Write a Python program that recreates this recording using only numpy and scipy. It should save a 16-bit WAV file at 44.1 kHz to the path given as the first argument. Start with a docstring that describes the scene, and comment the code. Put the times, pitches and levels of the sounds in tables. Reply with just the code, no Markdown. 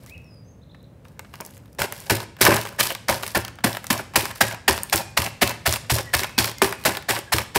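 """In a kitchen, the handle of a wooden rolling pin pounds biscuits in their foil wrapper on a stone worktop.
Each blow, close to the microphone, is a burst of tiny breaks, with damped tones for the clack of the pin,
the knock of the worktop and the thud of the cupboard below. The wrapper crinkles in clumps of crackle and snaps
in short bursts of noise. Outside, a songbird whistles in gliding tones; shaped noise gives a low kitchen rumble.
Kitchen and street each add an echo."""
import sys
import numpy as np
from scipy import signal
from scipy.fft import rfft, irfft, next_fast_len
from scipy.io import wavfile
from scipy.ndimage import map_coordinates

SR = 44100
rng = np.random.default_rng(int(sys.argv[2]) if len(sys.argv) > 2 else 0)


def generate_wav(signal):
    """Clip the signal to [-1, 1] and save it as 16-bit WAV at the path in sys.argv[1]."""
    frames = np.transpose(np.atleast_2d(signal))
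    scaled = np.clip(frames, -1, 1) * 32767
    pcm = np.round(scaled).astype(np.int16)
    wavfile.write(sys.argv[1], SR, pcm)


def gain_from_db(level_db):
    """Turn a decibel level (scalar or array-like) into a linear amplitude factor."""
    decades = np.asarray(level_db, float) / 20
    return 10 ** decades


N = 334264  # length in samples

# Levels in these tables are relative: most sources also have a fixed trim of their own.
# Kitchen rumble over time. Each row: time in seconds, level in dB.
RUMBLE_LEVEL = [(0.0, -46), (0.67, -48.5), (0.93, -47), (1.58, -48), (2.68, -50), (2.81, -47),
                (4.28, -47.5), (4.98, -48.5), (5.95, -45), (7.22, -50), (7.58, -48)]
# Tone of the rumble. Each row: frequency in Hz, level in dB.
RUMBLE_TONE = [(15, -89), (25, -24), (68, -0.5), (114, 1.5), (277, -10.5), (344, -17.5), (545, -14),
               (734, -23.5), (2550, -37.5), (4140, -44), (5570, -45), (7500, -46.5), (16000, -49)]
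# Whistles of the bird. Each row: start in seconds, length in seconds, first pitch in Hz,
# pitch it glides towards in Hz, peak level in dB.
WHISTLES = [(.03, .03, 1700, 1730, -63), (0.241, .2, 5640, 4820, -59.5), (0.442, .12, 5940, 6400, -64),
            (5.001, 0.074, 2490, 2450, -42.5), (5.3, 0.072, 2430, 2500, -62),
            (6.041, 0.095, 2020, 1824, -44), (6.258, 0.036, 2470, 2440, -44),
            (6.339, 0.083, 2640, 2530, -46.5), (6.565, 0.085, 2130, 2080, -48),
            (6.76, .07, 2500, 2480, -49), (7.27, 0.03, 1670, 1620, -49)]
# Chirps that climb and break off downwards. Each row: start in seconds, length in seconds, level in dB.
CHIRPS = [(0.616, 0.024, -57.5), (0.695, 0.026, -56), (0.737, 0.017, -59), (.792, .018, -55.5),
          (0.832, .014, -58)]
# Shape of every chirp. Each row: share of its length from 0 to 1, pitch in Hz, level in dB.
CHIRP_SHAPE = [(0, 3450, -5), (.45, 3970, -10), (.8, 4130, -2), (1, 3300, -1)]
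# The bird's opening phrase. Each row: time in seconds, pitch in Hz, level in dB.
PHRASE = [(.075, 1940, -59), (.1, 2300, -58), (.125, 2604, -48), (.14, 2520, -51), (.148, 2830, -48),
          (.156, 2760, -56), (.165, 2000, -57), (.172, 1900, -70)]
# Strength of the bird's octave. Each row: pitch of the note in Hz, octave against the note in dB.
OCTAVE = [(4200, -40), (4900, -15), (5500, -19), (6000, -40)]
# Echo of the street around the bird. Each row: frequency in Hz, time to die by 60 dB in seconds.
STREET = [(2000, 0.68), (6000, 0.35)]
# Echo of the kitchen. Each row: frequency in Hz, time to die by 60 dB in seconds.
KITCHEN = [(100, 0.58), (500, 0.48), (2500, 0.54), (8000, 0.47), (15000, 0.13)]
# Single creases of the foil snapping. Each row: time in seconds, level in dB, pitch in Hz,
# low tick against the click in dB.
SNAPS = [(0.036, -36, 12500, -30), (0.0627, -33, 7800, -5), (0.097, -32.5, 5400, -21),
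         (0.1794, -42, 5560, -15), (0.218, -50, 8000, -20), (0.2444, -49, 8000, -15),
         (0.3444, -51, 4940, -7), (0.7468, -54, 3900, 18), (0.829, -42, 11500, -30), (1.052, -48, 3570, 13),
         (1.0837, -42, 4380, -12), (1.1937, -20, 6360, -3), (1.2479, -50, 3860, 16.5),
         (1.3393, -30.5, 4170, 6.5), (1.356, -30, 4500, -6), (1.4039, -31, 3200, 1),
         (1.409, -18, 9150, -28), (1.4506, -24, 8300, -20), (1.4632, -21, 9350, -29),
         (1.5084, -32, 9990, -15), (1.569, -34, 10300, -3.5), (1.578, -33, 10000, -27),
         (1.658, -43, 3420, -3), (1.6796, -50, 3800, -9), (1.73, -38, 7260, -21), (1.7497, -39, 11200, -8),
         (1.8185, -8, 5490, -1), (1.924, -11, 11300, -8), (1.9644, -29, 10200, -20),
         (2.003, -21.5, 10700, -31), (2.2033, -22, 3730, 3), (2.367, -34.5, 4670, 2),
         (2.4518, 5, 7400, -11), (2.466, -9, 4200, 10), (2.537, -27, 3210, 6), (2.5604, -10, 10100, -18),
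         (2.5657, -8, 5570, -8), (2.614, -14.5, 5900, -15), (2.653, -22, 3220, 2), (2.672, -25, 3200, 1),
         (2.8091, -4, 3780, -0.5), (2.834, -16, 11150, -16), (2.9043, -15, 3160, 2),
         (2.9503, -15.5, 4650, -2), (3.0972, -6, 4050, -1), (3.2333, -17.5, 5360, 5.5),
         (3.265, -16, 3330, -9), (3.2785, -13.5, 8540, -9), (3.3982, -33, 6990, -9),
         (3.4497, -15.5, 4540, -6), (3.481, -22.5, 4700, 1.5), (3.5564, -36, 9040, -11),
         (3.5873, -38.5, 3400, 12.5), (3.6064, -46, 3490, 10), (3.73, -17, 5280, -13),
         (3.7494, -20.5, 4150, 3), (3.77, -18, 3800, 1), (3.843, -19, 10300, -3.5),
         (3.8683, -17.5, 5800, -13), (3.978, -17, 5920, -14), (4.2552, -14, 4510, 1.5),
         (4.3125, -21.5, 3620, -1), (4.359, -25.5, 5350, 0), (4.5113, -24.5, 4830, 7.5),
         (4.526, -23, 6000, -8), (4.546, -26.5, 5000, 6.5), (4.778, -16.5, 4700, -0.5),
         (4.834, -6.5, 11300, -38), (4.898, -20, 3520, -17), (4.9594, -1.5, 9700, -13),
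         (4.9773, -9, 5760, -5), (5.0116, -36, 3450, -4), (5.22, -12.5, 3530, -12), (5.2416, -25, 4290, 1),
         (5.264, -13, 5380, -3.5), (5.476, -10.5, 4060, -7), (5.4946, -11, 5400, -13),
         (5.5104, -34, 3710, 4), (5.6933, -9, 5530, -24), (5.7093, -24, 4330, 1), (5.726, -4, 7640, -11),
         (5.7379, -10.5, 5400, -3), (5.7595, -12.5, 4000, -2), (5.8473, -44.5, 3300, 13),
         (5.954, -11, 5870, -15), (5.9852, -11, 5400, -0.5), (6.101, -46.5, 3230, 11),
         (6.1936, -9.5, 5510, -2.5), (6.2344, -13.5, 5870, 2), (6.2444, -19, 3430, 8),
         (6.2948, -33, 3500, 7), (6.4444, -9, 5460, -1.5), (6.4762, -16, 3220, 1),
         (6.5148, -20.5, 3610, -2), (6.584, -22, 5900, -23), (6.6448, -7.5, 5300, 0),
         (6.7254, -16, 4720, 2.5), (6.839, -21, 3780, -14), (6.959, -27, 4760, -7), (6.9709, -14, 3530, -5),
         (7.025, -29, 4720, -1), (7.1076, -11.5, 5300, 6.5), (7.1521, -14.5, 5200, -4),
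         (7.1647, -20, 5600, 8.5), (7.3843, -8.5, 3300, -1.5)]
# The pin leans on the packet after a blow, then lifts. Each row: start in seconds, foil level in dB,
# sag in dB per second, time held in seconds, crumbs against the foil in dB.
PRESSES = [(1.818, -22.5, 200, 0.028, -2.5), (2.104, -22, 161, 0.13, 3), (2.412, -13, -24, .047, -5),
           (2.468, -21.5, 34, 0.0553, 6), (2.797, -15.5, 114, .12, -6), (3.09, -15.5, 228, 0.22, 2),
           (3.358, -22, 334, .095, 6.5), (3.645, -18.5, 198, 0.3, 1.5), (3.906, -19.5, 161, 0.1, 2.5),
           (4.16, -16.5, 143, 0.15, -1), (4.412, -23, 137, 0.13, 3), (4.684, -16.5, 205, 0.16, 4.5),
           (4.935, -21, 124, 0.077, -3), (5.18, -27.5, 30, 0.092, 0), (5.426, -27, 21, 0.085, 1),
           (5.668, -22.5, 45, 0.091, -8), (5.905, -23.5, 17, 0.096, -4.5), (6.148, -26, 3, 0.088, -5),
           (6.386, -18, 101, 0.106, -5), (6.622, -16.5, 231, 0.13, 2), (6.856, -19.5, 174, .12, 5),
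           (7.093, -25, 52, 0.093, -0.5), (7.33, -26, 35, 0.082, -1.5), (7.558, -20.5, 56, 0.069, 2)]
# The hand shifts the packet or the foil creeps back. Each row: start in seconds, foil level in dB,
# sag in dB per second, time held in seconds, crumbs against the foil in dB.
RUSTLES = [(0, -55.5, 16, .05, -5), (.06, -50.5, -58, 0.041, -14), (.12, -63, 52, .2, -6),
           (1.045, -60.5, 62, .13, 4), (1.191, -58.5, 300, 0.015, 3), (1.21, -61.5, -23, 0.26, -1),
           (1.329, -54, 60, 0.093, 5), (1.402, -42.5, 600, .012, 9), (1.445, -49.5, 40, 0.15, -2.5),
           (1.61, -62, 20, .17, 2), (1.84, -44, 142, 0.092, 4), (1.79, -27, -100, 0.025, -1),
           (1.93, -44.5, -29, .15, -6.5), (2.385, -47.5, -200, 0.041, 4), (2.533, -21, 144, 0.192, 5.5),
           (3.225, -26, 155, 0.12, -8), (3.83, -48, 2, 0.064, -8.5), (4.135, -45, -200, 0.028, 9),
           (4.351, -32.5, 247, 0.056, -13), (4.87, -47, 10, 0.09, -6), (6.779, -45, 10, 0.08, -5)]
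# Tone of the crinkling foil. Each row: frequency in Hz, level in dB.
FOIL_TONE = [(880, -15), (1500, -22), (1670, -3), (3540, -4.5), (5320, -3), (6410, -8.5), (7560, -6.5),
             (13600, -6), (15400, -12.5)]
# Tone of the grinding crumbs. Each row: frequency in Hz, level in dB.
CRUMBS_TONE = [(88, -33.5), (150, -7.5), (264, -7.5), (314, -10.5), (552, -3.5), (675, -6.5), (935, -2.5),
               (1310, -15), (1560, -11), (3000, -16.5), (3900, -30), (6600, -120)]
# Ringing of the worktop, the pin and the bowl that stands near. Each row: pitch in Hz, level in dB,
# time to die by 60 dB in seconds.
WORKTOP = [(219.8, 0.5, 0.073), (251.7, 1, 0.074), (334.4, -0.5, 0.11), (388.8, 2.5, 0.079),
           (431, 0.5, 0.047), (577.8, -8.5, 0.16), (681, 3, 0.028), (848, -7, 0.047), (1072, -17, 0.2),
           (1630, -27, 0.093), (1747, 7, 0.028), (2350, -41, 0.047), (2640, -21.5, 0.49)]
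# Ringing of the cupboard under the worktop. Each row: pitch in Hz, level in dB,
# time to die by 60 dB in seconds.
CUPBOARD = [(66, -9, 0.11), (80, 7.5, 0.16), (112, 7, 0.35), (126, -3, 0.32)]
# Light taps on the worktop, ahead of the first blow and along with it. Each row: time in seconds,
# level in dB, favoured pitch in Hz.
TAPS = [(1.406, -26, 620), (1.459, -40, 580), (1.788, -32, 600)]
# Knocks on the worktop, through the crumbs or, near 2.5 s, from the pin slipping off. Each row:
# time in seconds, knock level in dB, favoured knock pitch in Hz, thud level in dB, favoured thud pitch in Hz.
KNOCKS = [(1.803, -33, 198, -29, 93), (2.1181, -16.5, 357, -21, 112), (2.4124, -19.5, 203, -23.5, 103),
          (2.484, -7, 438, -18.5, 110), (2.5027, -24, 447, -23, 119), (2.8135, -42, 383, -36, 102),
          (3.099, -25, 385, -28.5, 98.5), (3.3689, -22, 355, -25.5, 92), (3.6452, -10, 254, -27, 116),
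          (3.906, -16.5, 215, -29, 118), (4.165, -23.5, 277, -24.5, 92), (4.412, -19.5, 250, -26.5, 116),
          (4.6866, -17, 410, -23.5, 80), (4.9473, -25, 350, -24, 86), (5.1882, -26.5, 328, -22.5, 84),
          (5.4234, -12.5, 347, -22.5, 86), (5.6767, -22.5, 335, -19.5, 86), (5.925, -23, 365, -16.5, 94),
          (6.1428, -23, 380, -23, 79.7), (6.381, -17, 243, -23.5, 97.5), (6.6219, -11, 354, -28.5, 90),
          (6.8767, -18, 356, -30.5, 101), (7.098, -22.5, 318, -32.5, 113), (7.345, -20.5, 370, -21.5, 91),
          (7.5639, -19, 415, -25, 94)]
# Blows as the pin meets the packet. Each row: time in seconds, crunch level in dB,
# clack against the crunch in dB, fall of the crunch in seconds, lead of the crunch before the time in seconds.
BLOWS = [(1.786, -18, -4, 0.026, 0.0039), (2.0978, -1, -25, 0.017, 0.0012),
         (2.4086, -2.5, -17, 0.011, 0.0025), (2.466, -4, 0, 0.006, 0.0076),
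         (2.7873, -10.5, -1.5, 0.035, 0.0081), (3.083, -4.5, -23, 0.0082, 0.0023),
         (3.3478, -7.5, -0.5, 0.018, 0.0016), (3.6394, 0, -13, 0.014, 0.0026),
         (3.9024, 2, -17, 0.0097, 0.0018), (4.1567, 0.5, -14, 0.013, 0.0015),
         (4.4072, -1.5, -7, 0.02, 0.0026), (4.679, 1.5, -22, 0.013, 0.0017),
         (4.9257, 1, -11.5, 0.015, 0.0044), (5.1712, 3.5, -11.5, 0.015, 0.0046),
         (5.418, 5.5, -10.5, 0.022, 0.0096), (5.658, 0.5, -10, 0.02, 0.0063),
         (5.898, -1.5, -31, 0.017, 0.0041), (6.1351, 0, -6, 0.02, 0.0057), (6.3792, -4, -15, 0.024, 0.0019),
         (6.6177, 3, -9.5, 0.008, 0.0017), (6.8504, -4, -7, 0.029, 0.002),
         (7.0868, -6.5, -4.5, 0.033, 0.0057), (7.3233, 1.5, -19, 0.02, 0.0059),
         (7.5503, -2, -15, 0.017, 0.0071)]
# Tone of the crunch. Each row: frequency in Hz, level in dB.
CRUNCH_TONE = [(290, -44), (500, -13), (688, 3), (1300, 0.5), (1790, 3), (3440, -4.5), (5390, -4.5),
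               (6420, -9), (8830, -7.5), (16000, -11)]
# Response of the microphone. Each row: frequency in Hz, level in dB.
MIC = [(20, -12), (45, -2), (80, 0), (15700, 0), (16300, -25), (16900, -60), (22050, -80)]


def unit(x):
    """Scales a sound to rms 1."""
    return x / np.sqrt(np.mean(x ** 2) + 1e-20)


def along(points, hz):
    """Reads (Hz, value) points on a log frequency axis."""
    f, v = np.transpose(points)
    return np.interp(np.log(hz + 1), np.log(f + 1), v)


def wobble(rate):
    """A smooth random curve with rate knots a second."""
    return map_coordinates(rng.standard_normal(3000), [np.arange(N) * rate / SR])


def coloured(x, tone):
    """Filters x to a (Hz, dB) shape without any sound ahead of its cause."""
    m = 2 * next_fast_len(N // 2 + 4096)
    gain = gain_from_db(along(tone, np.fft.rfftfreq(m, 1 / SR)))
    cepstrum = irfft(np.log(gain + 1e-6), m)
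    # folding the second half onto the first makes the filter minimum phase
    cepstrum[1:m // 2] *= 2
    cepstrum[m // 2 + 1:] = 0
    return irfft(rfft(x, m) * np.exp(rfft(cepstrum)), m)[:N]


def crackle(per_s, spread_db, hiss, lo_hz, hi_hz, cycles):
    """Tiny breaks, each a few cycles at its own pitch, some much larger, over breaks too dense to tell apart."""
    when, size, pitch, phase = rng.random((30000, 4))[:int(per_s * N / SR)].T
    hz = (lo_hz + pitch * (hi_hz - lo_hz))[:, None]
    t = np.arange(int(3 * cycles / lo_hz * SR) // 2 + 24) / SR
    gain = gain_from_db(-spread_db * np.log(size + 0.01))[:, None] * np.sqrt(hz)
    grains = gain * np.exp(-t * hz / cycles) * np.cos(2 * np.pi * (hz * t + phase[:, None]))
    at = (when * N).astype(int)[:, None] + np.arange(len(t))
    breaks = np.bincount(at.ravel(), grains.ravel(), N)[:N]
    return unit(breaks) + hiss * rng.standard_normal(N)


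def ring(modes, t, attack, scatter_db, centre_hz=0, focus_db=0):
    """Damped tones at new strengths each time; the spot that is hit may favour those near one pitch."""
    total = 0
    for hz, db, t60 in modes:
        db = db + scatter_db * rng.standard_normal()
        db = db - focus_db * np.log(hz / (centre_hz or hz)) ** 2
        pitch = hz * rng.normal(1, 0.013)
        total = total + gain_from_db(db - 60 * t / t60) * np.sin(2 * np.pi * pitch * t)
    return total * (1 - np.exp(-t / attack))


def add(track, s, sound):
    """Mixes a sound into the track at s seconds."""
    part = track[max(round(s * SR), 0):][:len(sound)]
    part += sound[:len(part)]


def rumble():
    """Low noise of the house with a faint hiss, its level drifting a little."""
    level_db = np.interp(np.arange(N) / SR, *np.transpose(RUMBLE_LEVEL))
    return gain_from_db(level_db + 1.0) * unit(coloured(rng.standard_normal(N), RUMBLE_TONE))


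def bird():
    """Gliding, fluttering whistles and short chirps; the middle notes carry a faint octave."""
    out, notes = np.zeros(N), []
    for s, length, first_hz, last_hz, db in WHISTLES:
        share = np.arange(0, 1, 1 / (length * SR))
        glide = np.exp(-0.9 * last_hz / 1000 * share)  # high notes slur fast
        pitch = last_hz + (first_hz - last_hz) * glide
        notes.append((s, pitch, db + np.interp(share, [0, 0.4, 1], [-12.5, 0, -12.5])))
    points, chirp_hz, chirp_db = np.transpose(CHIRP_SHAPE)
    for s, length, db in CHIRPS:
        share = np.arange(0, 1, 1 / (length * SR))
        notes.append((s, np.interp(share, points, chirp_hz), db + np.interp(share, points, chirp_db)))
    s, hz, db = np.transpose(PHRASE)
    t = np.arange(s[0], s[-1], 1 / SR)
    notes.append((s[0], np.interp(t, s, hz), np.interp(t, s, db)))

    waver = 1 + 0.009 * wobble(140)  # unsteady pitch
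    for s, pitch, db in notes:
        t = np.arange(len(db)) / SR
        phase = 2 * np.pi * np.cumsum(pitch * waver[round(s * SR):][:len(t)]) / SR
        edge = np.clip(np.minimum(t, t[-1] - t) / 0.0016, 0, 1)  # soft ends
        octave = gain_from_db(along(OCTAVE, pitch)) * np.sin(2 * phase)
        add(out, s, gain_from_db(db + 4.0) * edge * (np.sin(phase) + octave))
    flutter = unit(gain_from_db(2.2 * wobble(110)))
    return out * flutter


def snaps():
    """A snap is a sharp click with a short ring, the shorter the higher its pitch, and a duller tick of the packet."""
    out, t = np.zeros(N), np.arange(SR // 30) / SR
    low = signal.butter(2, [500, 2200], "band", fs=SR)
    for s, db, hz, low_db in SNAPS:
        a, b, c = rng.standard_normal((3, len(t)))
        band = signal.butter(2, [hz / 1.67, min(hz * 1.17, 20000)], "band", fs=SR)
        high = signal.butter(2, min(hz / 0.78, 20000), "high", fs=SR)
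        click = unit(signal.lfilter(*band, a)) + 1.07 * unit(signal.lfilter(*high, b))
        click = click * gain_from_db(-60 * t / (0.0043 + 30 / hz))
        tick = unit(signal.lfilter(*low, c)) * gain_from_db(low_db - 60 * t / 0.034)
        add(out, s - 0.0005, gain_from_db(db - 7.5) * (click + tick))
    return out


def load(rows, surge_db):
    """Foil and crumb power under a grip that sags or swells while held, drops at the lift and settles."""
    power, t = np.zeros((2, N)), np.arange(SR // 2) / SR
    for s, db, sag, held, crumbs_db in rows:
        free = np.maximum(t - held, 0)  # seconds since the lift
        spring = gain_from_db(-902 * free)
        settle = gain_from_db(-19 - 160 * free)
        creep = gain_from_db(-28 - 50 * free)  # the foil keeps creeping faintly
        fading = spring + (free > 0) * (settle + creep)
        surge = surge_db * np.exp(-t / 0.0061)  # the foil flattens first under a blow
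        grip = np.minimum(t / 0.0013, 1) * gain_from_db(db - sag * np.minimum(t, held) + surge)
        fall_db = 8 * np.exp(-((t - held) / 0.018) ** 2)  # crumbs fall back as the load comes off
        linger_db = 30 * free  # crumbs die slower than foil
        foil = grip * fading
        add(power[0], s, foil ** 2)
        add(power[1], s, (foil * gain_from_db(crumbs_db + fall_db + linger_db)) ** 2)
    return power


def packet():
    """The foil crinkles and the broken biscuit grinds on the worktop while the pin presses and lifts."""
    foil_gain, crumbs_gain = np.sqrt(load(PRESSES, 10.5) + load(RUSTLES, 0) + 1e-12)
    # under load, breaks set each other off and leave gaps between bunches
    busy = np.clip((20 * np.log10(foil_gain) + 67.0) / 25, 0.2, 1)
    clumps = unit(gain_from_db(3.4 * busy * wobble(170)))
    crinkle = unit(coloured(clumps * crackle(1800, 4.1, 0.67, 2080, 15900, 0.7), FOIL_TONE))
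    grind = coloured(clumps ** 0.53 * crackle(900, 3.3, 0.76, 396, 3160, 1.78), CRUMBS_TONE)
    # the grinding also sets the worktop ringing
    body = signal.fftconvolve(grind, ring(WORKTOP, np.arange(SR // 4) / SR, 0.00066, 0))[:N]
    crumbs = unit(grind) + 0.47 * unit(body)
    return gain_from_db(-4.5) * foil_gain * crinkle + gain_from_db(-5) * crumbs_gain * crumbs


def taps():
    """Light taps ring the worktop, quickly damped."""
    out, t = np.zeros(N), np.arange(SR // 2) / SR
    for s, db, hz in TAPS:
        add(out, s, gain_from_db(db) * ring(WORKTOP, t, 0.0011, 1.8, hz, 33) * gain_from_db(-60 * t / 0.05))
    return out


def knocks():
    """The worktop knocks; the cupboard booms once the weight of the pin has come down."""
    out, t = np.zeros(N), np.arange(SR // 2) / SR
    met = np.array(BLOWS)[:, 0]
    for s, db, knock_hz, thud_db, thud_hz in KNOCKS:
        add(out, s, gain_from_db(db) * ring(WORKTOP, t, 0.0025, 3.2, knock_hz, 41))
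        nearest = met[np.argmin(abs(met - s))]
        down = max(nearest + 0.01874, s - 0.006)  # the thud lags behind the blow
        add(out, down, gain_from_db(thud_db - 4.5) * ring(CUPBOARD, t, 0.0032, 0.4, thud_hz, 74))
    return out


def blows():
    """Biscuit and foil crunch under the pin, which clacks in its upper tones."""
    burst, clack, t = np.zeros(N), np.zeros(N), np.arange(SR // 4) / SR
    for s, db, clack_db, fall, lead in BLOWS:
        swell = np.minimum(t / (2 * lead), 1) ** 2  # the foil gives way before the biscuit breaks
        add(burst, s - lead, gain_from_db(db - 10) * swell * np.exp(-(t / fall) ** 2.1))
        add(clack, s, gain_from_db(db + clack_db - 8.5) * ring(WORKTOP[5:], t, 0.0028, 2.7))
    crunch = unit(coloured(crackle(3500, 4.0, 0.54, 924, 16900, 0.45), CRUNCH_TONE))
    return burst * crunch + clack


def echo(x, walls):
    """Noise tails whose pitches die at their own speeds, drawn anew each quarter second."""
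    out, step = np.zeros(N), SR // 4
    for start in range(0, N, step):
        hz, t, z = signal.stft(rng.standard_normal(SR // 2), SR, nperseg=256)
        fading = gain_from_db(-60 * t / along(walls, hz)[:, None])
        tail = signal.istft(z * fading, SR, nperseg=256)[1]
        answer = signal.fftconvolve(x[start:start + step], tail / np.linalg.norm(tail))
        add(out, start / SR + 0.0045, answer)
    return out


def scene():
    """Near pounding in the kitchen, far bird outside, each with its echo, over the rumble."""
    far = bird()
    near = snaps() + packet() + taps() + knocks() + blows()
    echoes = gain_from_db(-14.5) * echo(near, KITCHEN) + gain_from_db(-4) * echo(far, STREET)
    return (near + far + echoes + rumble())[None]


def band_limit(x):
    """A steep low-pass at the top of the band."""
    return signal.sosfilt(signal.butter(12, 16820, fs=SR, output="sos"), x)


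def record(dry):
    """The microphone drops the deepest bass and the top; the loudest blows are softly squeezed."""
    mic = coloured(dry[0], MIC)
    squeezed = mic / (1 + np.abs(mic / 0.85) ** 4) ** (1 / 4)  # levels out towards 0.85
    finished = coloured(squeezed, MIC[2:])[None]  # the top is cut once more
    return band_limit(finished)


dry = scene()
out = record(dry)
generate_wav(out)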